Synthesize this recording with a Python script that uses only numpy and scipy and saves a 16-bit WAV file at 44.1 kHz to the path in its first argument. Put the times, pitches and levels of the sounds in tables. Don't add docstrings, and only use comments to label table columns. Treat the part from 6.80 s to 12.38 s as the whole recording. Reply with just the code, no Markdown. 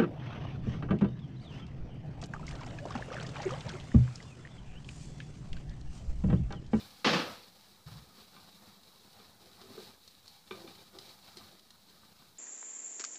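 import sys
import numpy as np
from scipy import signal
from scipy.fft import rfft, irfft, next_fast_len
from scipy.io import wavfile
from scipy.ndimage import uniform_filter1d, map_coordinates

SR = 44100
rng = np.random.default_rng(int(sys.argv[2]) if len(sys.argv) > 2 else 0)


def nominal_scale(level):
    x = np.asarray(level, float) / 20
    return 10 ** x


def wrap_up_sound(samples):
    columns = np.atleast_2d(samples).T
    tamed = np.clip(columns, -1, 1)
    steps = np.round(tamed * 32767).astype(np.int16)
    wavfile.write(sys.argv[1], SR, steps)


N = 246209


def unit(x):
    return x / np.sqrt(np.mean(x ** 2) + 1e-20)


def along(points, hz):
    f, v = np.transpose(points)
    return np.interp(np.log(hz + 1), np.log(f + 1), v)


def coloured(x, spectrum, humps=()):
    m = next_fast_len(N + 8192)
    hz = np.fft.rfftfreq(m, 1 / SR)
    lift = 1 + sum(nominal_scale(db) / (1 + (2 * (hz - c) / w) ** 2) for c, w, db in humps)
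    return unit(irfft(rfft(x, m) * nominal_scale(along(spectrum, hz)) * lift, m)[:N])


def wobble(rate):
    knots = rng.standard_normal(int(N * rate / SR) + 4)
    return map_coordinates(knots, [np.arange(N) * rate / SR])


def flutter(rate):
    curve = wobble(rate)
    return unit(curve - uniform_filter1d(curve, size=SR // 14))


def patchy(patchy_db):
    z = signal.stft(rng.standard_normal(N + 1024), nperseg=1024)[2]
    field = uniform_filter1d(rng.standard_normal(z.shape), size=4, axis=0)
    field = uniform_filter1d(field, size=5, axis=1)
    return signal.istft(z * nominal_scale(patchy_db * unit(field)), nperseg=1024)[1][:N]


def crackle(rate, spread_db):
    struck = rng.random(N) < rate / SR
    return unit(struck * rng.standard_normal(N) * nominal_scale(spread_db * rng.random(N)))


def ring(modes, t, t60):
    return sum(nominal_scale(db + rng.normal(0, 1) - 60 * t / t60) * np.sin(2 * np.pi * hz * t) for hz, db in modes)


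def smooth(coarse):
    return np.interp(np.arange(N), 32 * np.arange(len(coarse)), coarse)


def swells(rows, rise_s, fall_db_per_s):
    t = np.arange(0, N, 32) / SR
    power = 0
    for s, db, hold in rows:
        rise = np.clip((t - s) / rise_s, 0, 1)
        fall_db = fall_db_per_s * np.clip(t - s - rise_s - hold, 0, None)
        power = power + (rise * nominal_scale(db - fall_db)) ** 2
    return smooth(np.sqrt(power))


# frequency in Hz, level in dB per Hz.
SIZZLE_SPECTRUM = [(1000, -38), (1700, -9), (1770, -12.5), (2210, -10.5), (2380, -9), (2900, -7.5),
                   (3670, -2.5), (3800, -1.5), (3960, 0.5), (4680, -1.5), (5080, -4), (5390, -6.5),
                   (6000, -13), (7000, -16), (9100, -20), (15400, -120)]
# frequency in Hz, width in Hz, level in dB.
HOUSING = [(2290, 130, -4), (3883, 110, -1.5), (4380, 79, -6), (5380, 94, -12)]


def sizzle(treble_db, flicker):
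    level_db = -67 + np.minimum(treble_db, 12)
    bubbles = unit(patchy(patchy_db=1.0)) + 0.49 * crackle(rate=500, spread_db=12)
    gain = nominal_scale(level_db + 0.89 * flicker + 0.67 * flutter(rate=11))
    return gain * coloured(bubbles, SIZZLE_SPECTRUM, HOUSING)


# start in seconds, peak in dB, port ring in Hz, click level in dB.
FAT_SPITS = [(0.6804, -49, 3860, -17), (0.768, -55, 3940, -18), (1.6912, -45, 3940, -23),
             (2.0322, -51, 3750, -18), (2.3286, -55, 3960, -11), (2.8134, -52.5, 4100, -11),
             (3.2356, -58, 4170, -12), (3.276, -45.5, 3680, -13), (3.458, -53.5, 3970, -12),
             (3.478, -43, 4070, -15.5), (3.6766, -45, 3700, -27), (3.9526, -39.5, 4180, -32),
             (4.1864, -32, 4170, -22.5), (4.57, -35, 4340, -20), (4.5824, -38, 4060, -25),
             (4.794, -47.5, 4040, -17.5), (4.9049, -39.5, 3870, -21.5), (5.0953, -52, 4070, -15),
             (5.4814, -64, 4490, -17)]
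# frequency in Hz, level in dB per Hz.
CLICK_SPECTRUM = [(800, -10), (2000, -23), (4200, 3.5), (6500, -9), (9500, -13.5), (11500, -20),
                  (16000, -64)]


def spits():
    out, t = np.zeros(N + SR), np.arange(SR // 8) / SR
    hiss = coloured(rng.standard_normal(N), CLICK_SPECTRUM)
    for s, db, hz, click_db in FAT_SPITS:
        at = round(s * SR)
        modes = [(hz, 0), (hz * 0.97, -5), (hz * 1.2, -5), (hz * 0.75, -8), (hz * 0.48, -10), (hz * 0.3, -14)]
        port = ring(modes, t, t60=0.019)
        click = nominal_scale(click_db + 18 - 60 * t / 0.028) * hiss[at // 2:][:len(t)]
        onset = 1 - np.exp(-t / 0.0014)
        out[at:][:len(t)] += nominal_scale(db - 3.5) * onset * (port + click)
    return out[:N]


# start in seconds, peak in dB, body note in Hz, wire level in dB,
# rim level in dB.
RACK_KNOCKS = [(0.009, -48, 162, -11, 2.5), (1.378, -52.5, 223, -9, -9), (1.564, -51.5, 190, 2.5, -2),
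               (1.876, -48, 189, -23, -15), (2.398, -48.5, 420, -7, -4), (2.814, -50.5, 360, -5, -21),
               (2.838, -44.5, 388, -25, -22), (2.884, -49, 213, -14, -22), (2.905, -42.5, 241, -13, -24),
               (2.952, -45, 394, -16, -13), (2.977, -33.5, 391, -15, -36), (2.999, -45, 405, -21, -16),
               (3.042, -56, 363, -10, -15), (3.088, -50, 215, -14, -12), (3.709, -31.5, 378, -6, -4.5),
               (3.842, -44, 390, -31, -24), (3.875, -45, 246, -7.5, 1.5), (3.991, -52.5, 400, -25, 1),
               (4.137, -50, 360, -28, -29), (4.57, -45.5, 352, -16, -15), (4.608, -50.5, 214, -2.5, -20),
               (5.231, -57.5, 177, 2, -24), (5.396, -49.5, 162, -10, -15), (5.419, -54, 211, -4, -17)]
# frequency in Hz, level in dB.
WIRE_NOTES = [(790, -14), (1030, -1.5), (1200, 4), (1260, -4), (1530, -2.5)]
# frequency in Hz, level in dB.
RIM_NOTES = [(2000, -9), (2385, 2), (2520, -4), (2950, -4.5), (3570, 3.5)]


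def knocks():
    out, t = np.zeros(N + SR), np.arange(SR // 3) / SR
    body_t60_s = 0.072
    rattle_spectrum = [(100, -27), (300, -10), (1500, -16), (4000, -13), (7000, -39)]  # Hz, dB per Hz
    noise = coloured(rng.standard_normal(N), rattle_spectrum)
    for s, db, hz, wire_db, rim_db in RACK_KNOCKS:
        at = round(s * SR)
        body = ring([(hz, 0), (hz * 1.07, -6), (hz * 1.1, -9), (hz * 0.54, -8)], t, body_t60_s)
        wires = nominal_scale(wire_db + 3.5) * ring(WIRE_NOTES, t, 0.62 * body_t60_s)
        rim = nominal_scale(rim_db + 4.5) * ring(RIM_NOTES, t, 0.31 * body_t60_s)
        rattle = nominal_scale(wire_db + 3.5 - 60 * t / 0.025) * noise[at // 2:][:len(t)]
        onset = 1 - np.exp(-t / 0.0031)
        out[at:][:len(t)] += nominal_scale(db - 4.0) * onset * (body + wires + rim + rattle)
    return out[:N]


# start in seconds, level in dB, hold in seconds.
RACK_SLIDES = [(2.61, -70, 0.25), (2.83, -70, .01), (2.89, -61, .005), (2.96, -57, 0.076),
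               (3.73, -57, 0.07), (3.83, -52.5, .005), (3.98, -66, .02), (4.13, -55.5, 0.063),
               (4.25, -67.5, 0.026), (4.56, -70, 0.086), (4.72, -68, .005)]
# frequency in Hz, width in Hz, level in dB.
RACK_FRAME = [(165, 45, 7), (336, 15, 18), (388, 18, 23), (518, 23, 13.5), (665, 9.4, 17.5)]


def slides():
    spectrum = [(100, -26), (200, -1.0), (800, 2.5), (1600, -37), (4000, -90)]  # Hz, dB per Hz
    hum = coloured(crackle(rate=330, spread_db=0.5), spectrum, RACK_FRAME)
    return nominal_scale(-1.0) * swells(RACK_SLIDES, rise_s=0.012, fall_db_per_s=147) * hum


# frequency in Hz, t60 in seconds.
KITCHEN_T60 = [(200, 0.11), (2000, 0.37), (8000, 0.15)]


def kitchen(x):
    hz, t, z = signal.stft(rng.standard_normal(SR // 2), SR, nperseg=256)
    decay = nominal_scale(-60 * t / along(KITCHEN_T60, hz)[:, None])
    tail = signal.istft(z * decay, SR, nperseg=256)[1]
    delayed = np.pad(x, (200, 0))
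    return signal.fftconvolve(delayed, tail / np.linalg.norm(tail))[:N]


# start in seconds, level in dB, hold in seconds.
BANG_ARRIVALS = [
    (.2445, -30.5, .012),
    (.257, -32, 0.018),
    (.33, -33, 0.015),
    (.385, -44, 0.012),
]
# frequency in Hz, level in dB per Hz.
BANG_BASS_SPECTRUM = [(24, -67), (40, -39), (107, -12), (177, 0), (283, -4), (338, -2.5), (420, -13),
                      (550, -26), (920, -120)]
BANG_MIDDLE_SPECTRUM = [(240, -56), (400, -28), (483, 0), (616, -5), (862, -6.5), (934, -8.5), (1230, -3.5),
                        (2000, -20.5), (2600, -55), (4400, -120)]
BANG_TREBLE_SPECTRUM = [(940, -40), (1600, -3.5), (1910, -6), (2600, 0.5), (3150, -2.5), (4350, -3),
                        (5500, -9.5), (7840, -27.5), (11000, -38), (14300, -45), (22000, -120)]


def bang():
    since = np.clip(np.arange(N) / SR - BANG_ARRIVALS[0][0], 0, 1)
    bass_gain = nominal_scale(-19 * since) * (1 - np.exp(-since / 0.0094))
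    treble_gain = nominal_scale(1.5 - 12.5 * since)
    echoes = unit(patchy(patchy_db=1.4)) + 0.22 * crackle(rate=3000, spread_db=16)
    clumps = nominal_scale(0.28 * wobble(89.6)) * swells(BANG_ARRIVALS, rise_s=0.002, fall_db_per_s=124)
    bass = bass_gain * coloured(echoes, BANG_BASS_SPECTRUM)
    middle = coloured(echoes, BANG_MIDDLE_SPECTRUM)
    treble = treble_gain * coloured(echoes, BANG_TREBLE_SPECTRUM)
    return clumps * (bass + middle + treble)


# start in seconds, level in dB, hold in seconds.
BOOM_ARRIVALS = [
    (1.057, -49, .004),
    (1.1, -51.5, 0.033),
    (1.135, -46.5, .01),
    (1.19, -64, 0.045),
]
# frequency in Hz, level in dB per Hz.
BOOM_SPECTRUM = [(15, -44), (25, -25), (59, -3), (129, -4.5), (152, 0.5), (200, -28), (320, -34),
                 (420, -48), (700, -120)]


def boom():
    gain = nominal_scale(1.1 * wobble(38.4)) * swells(BOOM_ARRIVALS, rise_s=0.013, fall_db_per_s=255)
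    return gain * coloured(rng.standard_normal(N), BOOM_SPECTRUM)


# frequency in Hz, level in dB per Hz.
FLAME_SPECTRUM = [(160, -49), (270, 1), (611, -3), (767, -1), (956, -2), (1230, -1.5), (1630, -6),
                  (2200, -11), (2860, -23), (4840, -120)]
# frequency in Hz, width in Hz, level in dB.
BURNER_HOLLOWS = [(513, 23, -2), (801, 150, -6), (1251, 19, 1.5)]


def flame(bass_db, flicker):
    gain = nominal_scale(-70.5 + bass_db + 0.78 * flicker + 0.5 * flutter(rate=22))
    return gain * coloured(patchy(patchy_db=2.0), FLAME_SPECTRUM, BURNER_HOLLOWS)


# frequency in Hz, level in dB per Hz.
RUMBLE_SPECTRUM = [(15, -51), (25, -20), (43, -16), (98, -3), (135, -7.5), (194, 0), (236, -3.5),
                   (300, -35), (390, -35), (660, -120)]


def rumble(bass_db, flicker):
    gain = nominal_scale(-71.5 + 0.86 * bass_db + 1.3 * flicker)
    return gain * coloured(rng.standard_normal(N), RUMBLE_SPECTRUM)


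# frequency in Hz, level in dB per Hz.
HISS_SPECTRUM = [(3000, -55), (5500, 2.5), (6500, 0), (11000, -1), (15700, -0.5), (17000, -28)]


def self_noise(treble_db, flicker):
    slow_db = uniform_filter1d(treble_db, int(0.064 * SR) + 1)
    gain = nominal_scale(-70.5 + 0.61 * slow_db + 0.41 * flicker)
    return gain * coloured(patchy(patchy_db=-0.5), HISS_SPECTRUM)


# start in seconds, treble opening in dB,
# bass opening in dB, hold in seconds.
SUPPRESSOR_OPENINGS = [(-.03, 12, 10, .07), (0.113, 6.5, 4.5, 0.067), (0.274, 17, 15.5, 0.21),
                       (0.496, 7.5, 4.5, 0.11), (0.654, 5, 5, 0.017), (0.76, 4.5, 3, .03),
                       (0.85, 3.5, 2.5, 0.045), (1.053, 8, 11, 0.092), (1.256, 3, 4.5, .05),
                       (1.342, 8.5, 8, 0.036), (1.512, 5.5, 7, 0.11), (1.707, 5, 4.5, 0.051),
                       (1.805, 5.5, 7.5, 0.056), (2.025, 3.5, 3.5, .2), (2.321, 4, 7, 0.13),
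                       (2.586, 4, 5, 0.21), (2.773, 5.5, 9.5, .07), (2.878, 9, 10, 0.12),
                       (2.986, 13, 10.5, 0.036), (3.196, 3, 0, 0.12), (3.45, 4.5, 2, 0.06),
                       (3.658, 4.5, 5.5, .02), (3.69, 8, 10, 0.2), (3.92, 7.5, 6, 0.065),
                       (4.121, 5.5, 8, .07), (4.194, 9.5, 7, 0.093), (4.419, 6.5, 8, 0.098),
                       (4.558, 8, 8.5, 0.092), (5.068, 2.5, 3, 0.17), (5.357, 3, 2.5, 0.025)]


def opening(column, close_s):
    t = np.arange(0, N, 32) / SR
    open_s = 0.02
    curves = []
    for row in SUPPRESSOR_OPENINGS:
        since, hold = t - row[0], row[3]
        closing = 1 - (since - open_s - hold) / close_s
        curves.append(row[column] * np.clip(np.minimum(since / open_s, closing), 0, 1))
    return smooth(np.max(curves, axis=0))


def background():
    treble_db = opening(column=1, close_s=0.14)
    bass_db = opening(column=2, close_s=0.16)
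    flicker = flutter(rate=71)
    near = sizzle(treble_db, flicker) + flame(bass_db, flicker)
    return near + rumble(bass_db, flicker) + self_noise(treble_db, flicker)


def scene():
    fat, rack = spits(), knocks()
    room = kitchen(nominal_scale(-9) * fat + nominal_scale(-6.0) * rack)
    return (fat + rack + room + slides() + bang() + boom() + background())[None]


def band_limit(x):
    return signal.sosfilt(signal.butter(12, 15760, fs=SR, output="sos"), x)


def record(dry):
    kept = np.fft.rfftfreq(N, 1 / SR) < 15490
    mix = irfft(rfft(dry - 0.0003) * kept, N)
    return band_limit(mix)


dry = scene()
out = record(dry)
wrap_up_sound(out)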